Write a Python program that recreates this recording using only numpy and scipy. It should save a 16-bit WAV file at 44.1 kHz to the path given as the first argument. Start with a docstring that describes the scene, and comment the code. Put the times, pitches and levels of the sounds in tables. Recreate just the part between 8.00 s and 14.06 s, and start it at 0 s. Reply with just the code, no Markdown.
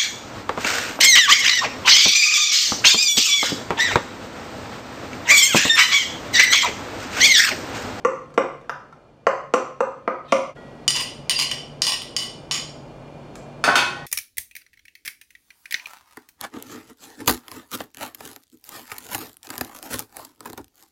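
"""Mortar and pestle in a kitchen

A brass pestle pounds vegetables in a brass mortar on a cloth; after a brief dip in level the kitchen
is heard closer. A spoon taps and scrapes the pestle clean, and the pestle is laid on a steel tray that
clatters. Impact and friction excite the damped normal modes of each metal body, which sound into a
hard, reverberant room over a low appliance rumble."""
import sys
import numpy as np
from scipy import signal
from scipy.fft import rfft, irfft
from scipy.io import wavfile

SR = 44100
rng = np.random.default_rng(int(sys.argv[2]) if len(sys.argv) > 2 else 0)


def generate_wav(signal):
    """Clip the signal to [-1, 1] and save it as 16-bit WAV at the path in sys.argv[1]."""
    frames = np.transpose(np.atleast_2d(signal))
    scaled = np.clip(frames, -1, 1) * 32767
    pcm = np.round(scaled).astype(np.int16)
    wavfile.write(sys.argv[1], SR, pcm)


N = 267246
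T = np.arange(N) / SR
CLOSER_S = 2.566  # end of the dip in level

# Modes of pestle and spoon ringing free. Each row: frequency in Hz, level in dB, T60 in seconds.
FREE_MODES = [(1120, 5, 0.016), (1967, 0.5, 0.041), (2730, -1, 0.0043), (2940, 0.5, 0.037),
              (3003, 9, 0.014), (3540, -5, 0.042), (4115, 5.5, 0.009), (4867, 3, 0.03), (5460, -4, 0.043),
              (5570, -3.5, 0.045), (6800, -11, 0.024), (7180, -8, 0.011), (8800, 7.5, 0.027),
              (9820, 3.5, 0.017), (11500, -22, 0.011), (12160, -10, 0.028), (13400, -10, 0.023),
              (14900, -45, .06)]
FREE_EDGES_HZ = [700, 2300, 4000, 7200]  # lower edges of the low, main, upper and top bands
# The weak, close modes of a body blur into a crack. Each entry: four band levels in dB against the
# clear modes, T60 in seconds, roll-off in Hz.
CRACKS = {"mortar": ([-2.3, -2.2, -2.9, -2.2], 0.0069, 4360), "rim": ([-2, -2, 12, 5], 0.024, 7500),
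          "spoon": ([1.7, 3.4, 2.7, 0.83], 0.0021, 12900), "tray": ([0.5, -8, 2, 0], 0.098, 6400)}


def pestle():
    """Impact excitation: blows ring the damped mortar; light touches of metal tick faintly."""
    # The half-full mortar. Each row: frequency in Hz, level in dB, T60 in seconds.
    modes = [(227, -15.5, 0.031), (385, -11, 0.035), (488.6, -1, 0.03), (539, -8, 0.1), (650, -2.5, 0.014),
             (993, -2, 0.037), (1074, -2, 0.041), (1174.5, -0.5, 0.056), (1265, -0.5, .04),
             (1357, -4, 0.041), (1428, -3, 0.022), (1950, -8, 0.036), (2105, -4.5, 0.039),
             (2500, 4.5, 0.009), (2777, 0, 0.018), (3500, -12, 0.008), (4340, -17.5, 0.012),
             (5540, -5, 0.024), (6040, -0.8, 0.04), (6660, -1, 0.014), (7600, -7, 0.041),
             (8050, -10, 0.042), (10500, -28, .04), (13100, -36, .03)]
    # Each row: start in seconds, main-band peak in dB, then low, upper and top bands in dB against it.
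    blows = [(0.049, -7.5, -1.5, -12, -17.5), (0.377, -7.5, 1, -6, -21), (0.695, -11.5, -17, -12.5, -35),
             (1.268, -5.5, 1.5, -11, -19), (1.538, -7, 2.5, -6, -13), (1.805, -9.5, -1.5, -13, -24.5),
             (2.077, -9, -1.5, -18, -34), (2.323, -8, 2.5, -1.5, -13.5)]
    touches = [(0.303, -43, -20, -7, -16), (0.341, -39.5, -24, -4.5, -4.5), (0.613, -48, -9, -2, -7),
               (0.642, -45, -25, -26, -31), (0.926, -34.5, -31, -17, -21), (5.355, -34.5, -22, 0.5, 2)]
    glances = [(0.695, -37.5, -16, 7, -5), (2.322, -22.5, -5, 5.5, -7)]
    # The pestle drags along the wall. Each row: start in seconds, hold in seconds, level in dB.
    drags = [(2.24, .03, -61), (2.275, 0.033, -49.5)]
    edges_hz = [300, 800, 1900, 4000]
    bowl, light_contact = (modes, edges_hz, CRACKS["mortar"]), (modes, edges_hz, CRACKS["rim"])
    out = impacts(blows, bowl, scatter_db=1.97, detune=0.017)
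    out += impacts(touches, light_contact, scatter_db=3.5, detune=0.038)
    out += friction(drags, light_contact, bands_db=[-16, -8, 5, -8], slips_per_s=1500, spread_db=3.1,
                    scatter_db=3.1, detune=0.0073)
    free_pestle = FREE_MODES, FREE_EDGES_HZ, CRACKS["spoon"]  # glancing blows ring the pestle itself
    return out + impacts(glances, free_pestle, scatter_db=5.1, detune=0.041)


def spoon(low_band_db=-12):
    """Free vibration: spoon and pestle ring together under taps and scrapes."""
    # Each row: start in seconds, main-band peak in dB, then upper and top bands in dB against it.
    taps = [(2.879, -6.5, 3.5, -7.5), (2.9053, -15, 5.5, -4), (2.9628, -16.5, 4.5, -12),
            (2.9714, -16.5, 4, -13), (2.9772, -25, -2, -14), (2.998, -18, -2, -10), (3.0093, -17.5, -4, -4),
            (3.2957, -7.5, 3.5, -4.5), (3.3081, -18, 6, -16), (3.3901, -13.5, -5, -3.5),
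            (3.3981, -12, 4.5, -12), (3.5141, -15.5, 3, -7.5), (3.8193, -11.5, 8.5, -3.5),
            (3.8507, -16, 2.5, -8), (3.868, -12.5, 5, -5), (4.019, -20.5, -2.5, -10), (4.1651, -12, 6, -7),
            (4.5116, -11, 3, -19), (4.5201, -17, 4, -7)]
    # The spoon's edge slides along the pestle. Each row: start in seconds, hold in seconds, level in dB.
    scrapes = [(2.94, 0.066, -28), (3.298, 0.0081, -26.5), (3.38, 0.042, -23), (3.82, 0.0071, -24.5),
               (3.87, 0.055, -24.5), (4.168, 0.059, -32.5), (4.515, 0.054, -28)]
    body = FREE_MODES, FREE_EDGES_HZ, CRACKS["spoon"]
    strikes = [(start, db, low_band_db, *upper_db) for start, db, *upper_db in taps]
    tapping = impacts(strikes, body, scatter_db=1.6, detune=0.006)
    scraping = friction(scrapes, body, bands_db=[-10, 2.5, 2.5, -8], slips_per_s=1100, spread_db=5.4,
                        scatter_db=1.6, detune=0.006)
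    return tapping + scraping + spoon_singing()


def spoon_singing(roughness=0.53, flutter_hz=150):
    """Friction-induced vibration: a stuttering tone whose pitch slides with the contact point."""
    # Each row: start in seconds, hold in seconds, level in dB, first and last frequency in Hz.
    glides = [(3.3, 0.15, -31, 2680, 3000), (3.297, 0.017, -29, 3400, 5100),
              (3.345, 0.021, -26, 4900, 4400), (3.82, 0.087, -41.5, 2600, 15000)]
    out = np.zeros(N)
    for start, hold, level_db, first_hz, last_hz in glides:
        times, levels_db = stroke(start, hold, level_db)
        stutter = unit_rms(signal.lfilter(*signal.butter(2, flutter_hz, fs=SR), rng.standard_normal(N)))
        envelope = undb(np.interp(T, times, levels_db, left=-200, right=-200))
        hz = np.interp(T, times[[0, -1]], [first_hz, last_hz])
        out += envelope * (1 + roughness * stutter) * np.sin(2 * np.pi * np.cumsum(hz) / SR)
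    return out


def tray():
    """Plate vibration: the steel tray is struck by the pestle, then rocks and chatters under it."""
    # Each row: frequency in Hz, level in dB, T60 in seconds.
    modes = [(262, -8, .03), (362, -1, 0.1), (485, 0, 0.037), (645, 9.5, 0.02), (808, -6, 0.48),
             (972, -4, .12), (1085, -9, 0.9), (1258, 0, 0.073), (1390, 14, 0.017), (1500, 2, 0.15),
             (1550, -1.5, 0.094), (1760, -3.5, 0.17), (1887, -26, 1), (2440, 3, 0.09), (2560, 5, 0.11),
             (3130, 7, 0.037), (3603, -1, 0.16), (4470, 8, 0.081), (4550, -1.5, 0.22), (5300, 6, 0.034),
             (6010, 4, 0.06), (6440, -3, 0.092), (7660, -10, 0.12), (8800, -13, 0.088), (9330, -2, 0.036),
             (11400, -30, .05), (13200, -30, .04)]
    # Each row: start in seconds, main-band peak in dB, then low, upper and top bands in dB against it.
    drops = [(5.6397, -5.5, -13.5, -7, -9.5), (5.677, -8, -2, -32, -22), (5.687, -6.5, -10, -21, -32),
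             (5.7555, -5, -21, -0.5, -4)]
    # Each row: start in seconds, hold in seconds, level in dB.
    chatter = [(5.65, 0.043, -25.5), (5.752, 0.041, -20)]
    plate = modes, [220, 900, 2100, 4000], CRACKS["tray"]
    strikes = impacts(drops, plate, scatter_db=2.1, detune=0.0015)
    return strikes + friction(chatter, plate, bands_db=[-2.5, 6, 4, -10], slips_per_s=1300,
                              spread_db=3.8, scatter_db=2.1, detune=0.0015)


def impacts(events, body, scatter_db, detune):
    """Superposition: each blow adds the four bands of the body's response with its own weights."""
    out = np.zeros(N)
    for start, db, low_db, upper_db, top_db in events:
        gains = undb(db + np.array([low_db, 0, upper_db, top_db]))
        add(out, start, gains @ impulse_response(*body, scatter_db, detune))
    return out


def friction(strokes, body, bands_db, slips_per_s, spread_db, scatter_db, detune):
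    """Stick-slip excitation: clicks of random time and size are convolved with the body's response."""
    out = np.zeros(N)
    for row in strokes:
        times, levels_db = stroke(*row)
        t = np.arange(times[0], times[-1], 1 / SR)
        slips = rng.random(N)[:len(t)] < slips_per_s / SR
        size, polarity = rng.standard_normal((2, N))[:, :len(t)]
        clicks = slips * undb(spread_db * size) * np.sign(polarity)
        force = unit_rms(clicks) * undb(np.interp(t, times, levels_db))
        response = undb(bands_db) @ impulse_response(*body, scatter_db, detune)
        add(out, times[0], signal.fftconvolve(force, response / np.linalg.norm(response)))
    return out


def stroke(start, hold, db, press_s=0.0078, release_db_per_s=684, fall_db=41):
    """Contact envelope: corner times and levels in dB as a stroke presses in, holds and lets go."""
    times = start + np.cumsum([0, press_s, hold, fall_db / release_db_per_s])
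    return times, db - np.array([fall_db / 2, 0, 0, fall_db])


def impulse_response(modes, edges_hz, crack, scatter_db, detune, contact_click=4.23):
    """Modal overlap: in each of four bands, clear modes ring over dense ones heard as decaying noise."""
    crack_db, t60, rolloff_hz = crack
    partials = damped_modes(modes, scatter_db, detune)
    band_of_mode = np.digitize(np.array(modes)[:, 0], edges_hz[1:])
    length = partials.shape[1]
    noise = rng.standard_normal(length) + contact_click * signal.unit_impulse(length)
    noise = signal.lfilter(*signal.butter(2, rolloff_hz, fs=SR), noise)
    noise *= 1000. ** (-T[:length] / t60)
    bands = []
    for i, limits_hz in enumerate(zip(edges_hz, edges_hz[1:] + [16000])):
        clear = unit_peak(partials[band_of_mode == i].sum(axis=0))
        blurred = unit_peak(butterworth(noise, 3, limits_hz, "bandpass"))
        bands.append(unit_peak(clear + undb(crack_db[i]) * blurred))
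    return bands


def damped_modes(modes, scatter_db=0., detune=0., rise_cycles=0.58):
    """Exponential decay: one sine per mode, with optional random scatter in level and pitch."""
    hz, db, t60 = np.transpose(modes)[:, :, None]
    t = T[:int(SR * min(t60.max(), 4))]
    level, pitch, polarity = rng.standard_normal((3, len(hz), 1))
    amplitude = undb(db + scatter_db * level) * np.sign(polarity)
    envelope = 1000. ** (-t / t60) * (1 - np.exp(-t * hz / rise_cycles))
    return amplitude * np.sin(2 * np.pi * hz * (1 + detune * pitch) * t) * envelope


def kitchen(x, source, delay_s=0.0044, build_s=0.0019):
    """Reverberation: direct sound, a reflection off the counter, then dense echoes that build and fade."""
    # Each row: frequency in Hz, reverberation time T60 in seconds.
    decay_times = [(100, 0.18), (300, 0.41), (520, 0.5), (1000, 0.5), (2800, 0.48), (7300, 0.46),
                   (15000, 0.12)]
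    # Each entry: a source's counter reflection, or its diffuse tail, in dB against the direct sound.
    counter_db = {"mortar": -5, "spoon": -8.5, "tray": -7}
    tail_db = {"mortar": -2, "spoon": -2, "tray": 0.5}
    direct = butterworth(x, 4, 150, "highpass")  # high-pass keeps deep bass out of the strikes
    decay_hz, decay_s = np.transpose(decay_times)
    t, tail = T[:SR], np.zeros(SR)
    for hz in 90 * 2 ** np.arange(0, 7.6, 0.5):  # half-octave bands
        t60 = np.interp(np.log(hz), np.log(decay_hz), decay_s)
        envelope = 1000. ** (-t / t60) * (1 - np.exp(-t / build_s))
        tail += np.sqrt(hz) * narrowband_noise(hz, hz / 3)[:SR] * envelope / np.linalg.norm(envelope)
    echoes = signal.fftconvolve(direct, tail / np.linalg.norm(tail))[:N]
    out = direct.copy()
    add(out, delay_s, undb(counter_db[source]) * direct + undb(tail_db[source]) * echoes)
    return out


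def lingering_ring():
    """Free decay: a faint metal ring dies away after the dip in level."""
    # Each row: frequency in Hz, level in dB, T60 in seconds.
    modes = [(1420, -46, 0.56), (1923, -49, 1.5), (3300, -59.5, 1)]
    out = np.zeros(N)
    add(out, CLOSER_S, damped_modes(modes).sum(axis=0))
    return out


def appliance_rumble():
    """Broadband and narrowband noise: a low rumble carries a wavering hum and whine."""
    # Each row: frequency in Hz, relative spectral density in dB.
    spectrum = [(15, -37.5), (25, -1), (71, -11.5), (146, -5), (176, -9), (335, -7.5), (363, -9.5),
                (588, -7.5), (1670, -26), (1860, -31), (2180, -27), (2500, -38.5), (2700, -28.5),
                (4260, -36.5), (8000, -45), (15000, -66)]
    # Each row: centre in Hz, width in Hz, level in dB against the rumble.
    hum_bands = [(144.3, 5.8, -5.5), (237, 16, -11), (2404, 25, -22), (4280, 88, -28.5)]
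    # Each row: time in seconds, rumble level in dB.
    levels = [(0, -46), (1.2, -52.5), (2.53, -49.5), (2.545, -56), (2.56, -39.5), (2.57, -40.5), (4.0, -42),
              (6.06, -40)]
    spectrum_hz, spectrum_db = np.transpose(spectrum)
    bins_hz = np.maximum(np.fft.rfftfreq(N, 1 / SR), 1)
    colour = undb(np.interp(np.log(bins_hz), np.log(spectrum_hz), spectrum_db))
    rumble = unit_rms(irfft(rfft(rng.standard_normal(N)) * colour, N))
    hum = sum(undb(db) * narrowband_noise(hz, width) for hz, width, db in hum_bands)
    return (rumble + hum) * undb(np.interp(T, *np.transpose(levels)))


def narrowband_noise(hz, width_hz):
    """Resonance: a single peak selects one band from white noise."""
    return unit_rms(signal.lfilter(*signal.iirpeak(hz, hz / width_hz, SR), rng.standard_normal(N)))


def butterworth(x, order, hz, kind):
    return signal.sosfilt(signal.butter(order, hz, kind, fs=SR, output="sos"), x)


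def undb(db):
    return 10 ** (np.asarray(db) / 20)


def unit_rms(x):
    return x / np.sqrt(np.mean(x ** 2))


def unit_peak(x):
    return x / np.abs(x).max()


def add(out, start_s, x):
    i = int(start_s * SR)
    out[i:i + len(x)] += x[:N - i]


def scene():
    """Superposition: pounding, then spoon and tray, sound in the kitchen over the rumble."""
    pounding = kitchen(pestle() * (T < CLOSER_S), "mortar")
    pounding *= np.interp(T, [2.5, 2.545], [1, 0])  # the dip in level cuts the last echo
    cleaning = kitchen(pestle() * (T > CLOSER_S) + spoon(), "spoon")
    clatter = kitchen(tray(), "tray")
    return (pounding + cleaning + clatter + appliance_rumble() + lingering_ring())[None]


def record(dry, bass_hz=44, top_hz=16000, drive=0.6):
    """Band limiting and soft saturation: the microphone path has two narrow dips and rounds the peaks."""
    # Each row: centre in Hz, width in Hz.
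    notches = [(4000, 186), (8000, 130)]
    x = butterworth(dry, 3, bass_hz, "highpass")
    for hz, width in notches:
        x = signal.lfilter(*signal.iirnotch(hz, hz / width, SR), x)
    rounded = np.tanh(drive * x) / drive
    return signal.sosfilt(signal.ellip(8, 0.2, 70, top_hz, fs=SR, output="sos"), rounded)


dry = scene()
out = record(dry)
generate_wav(out)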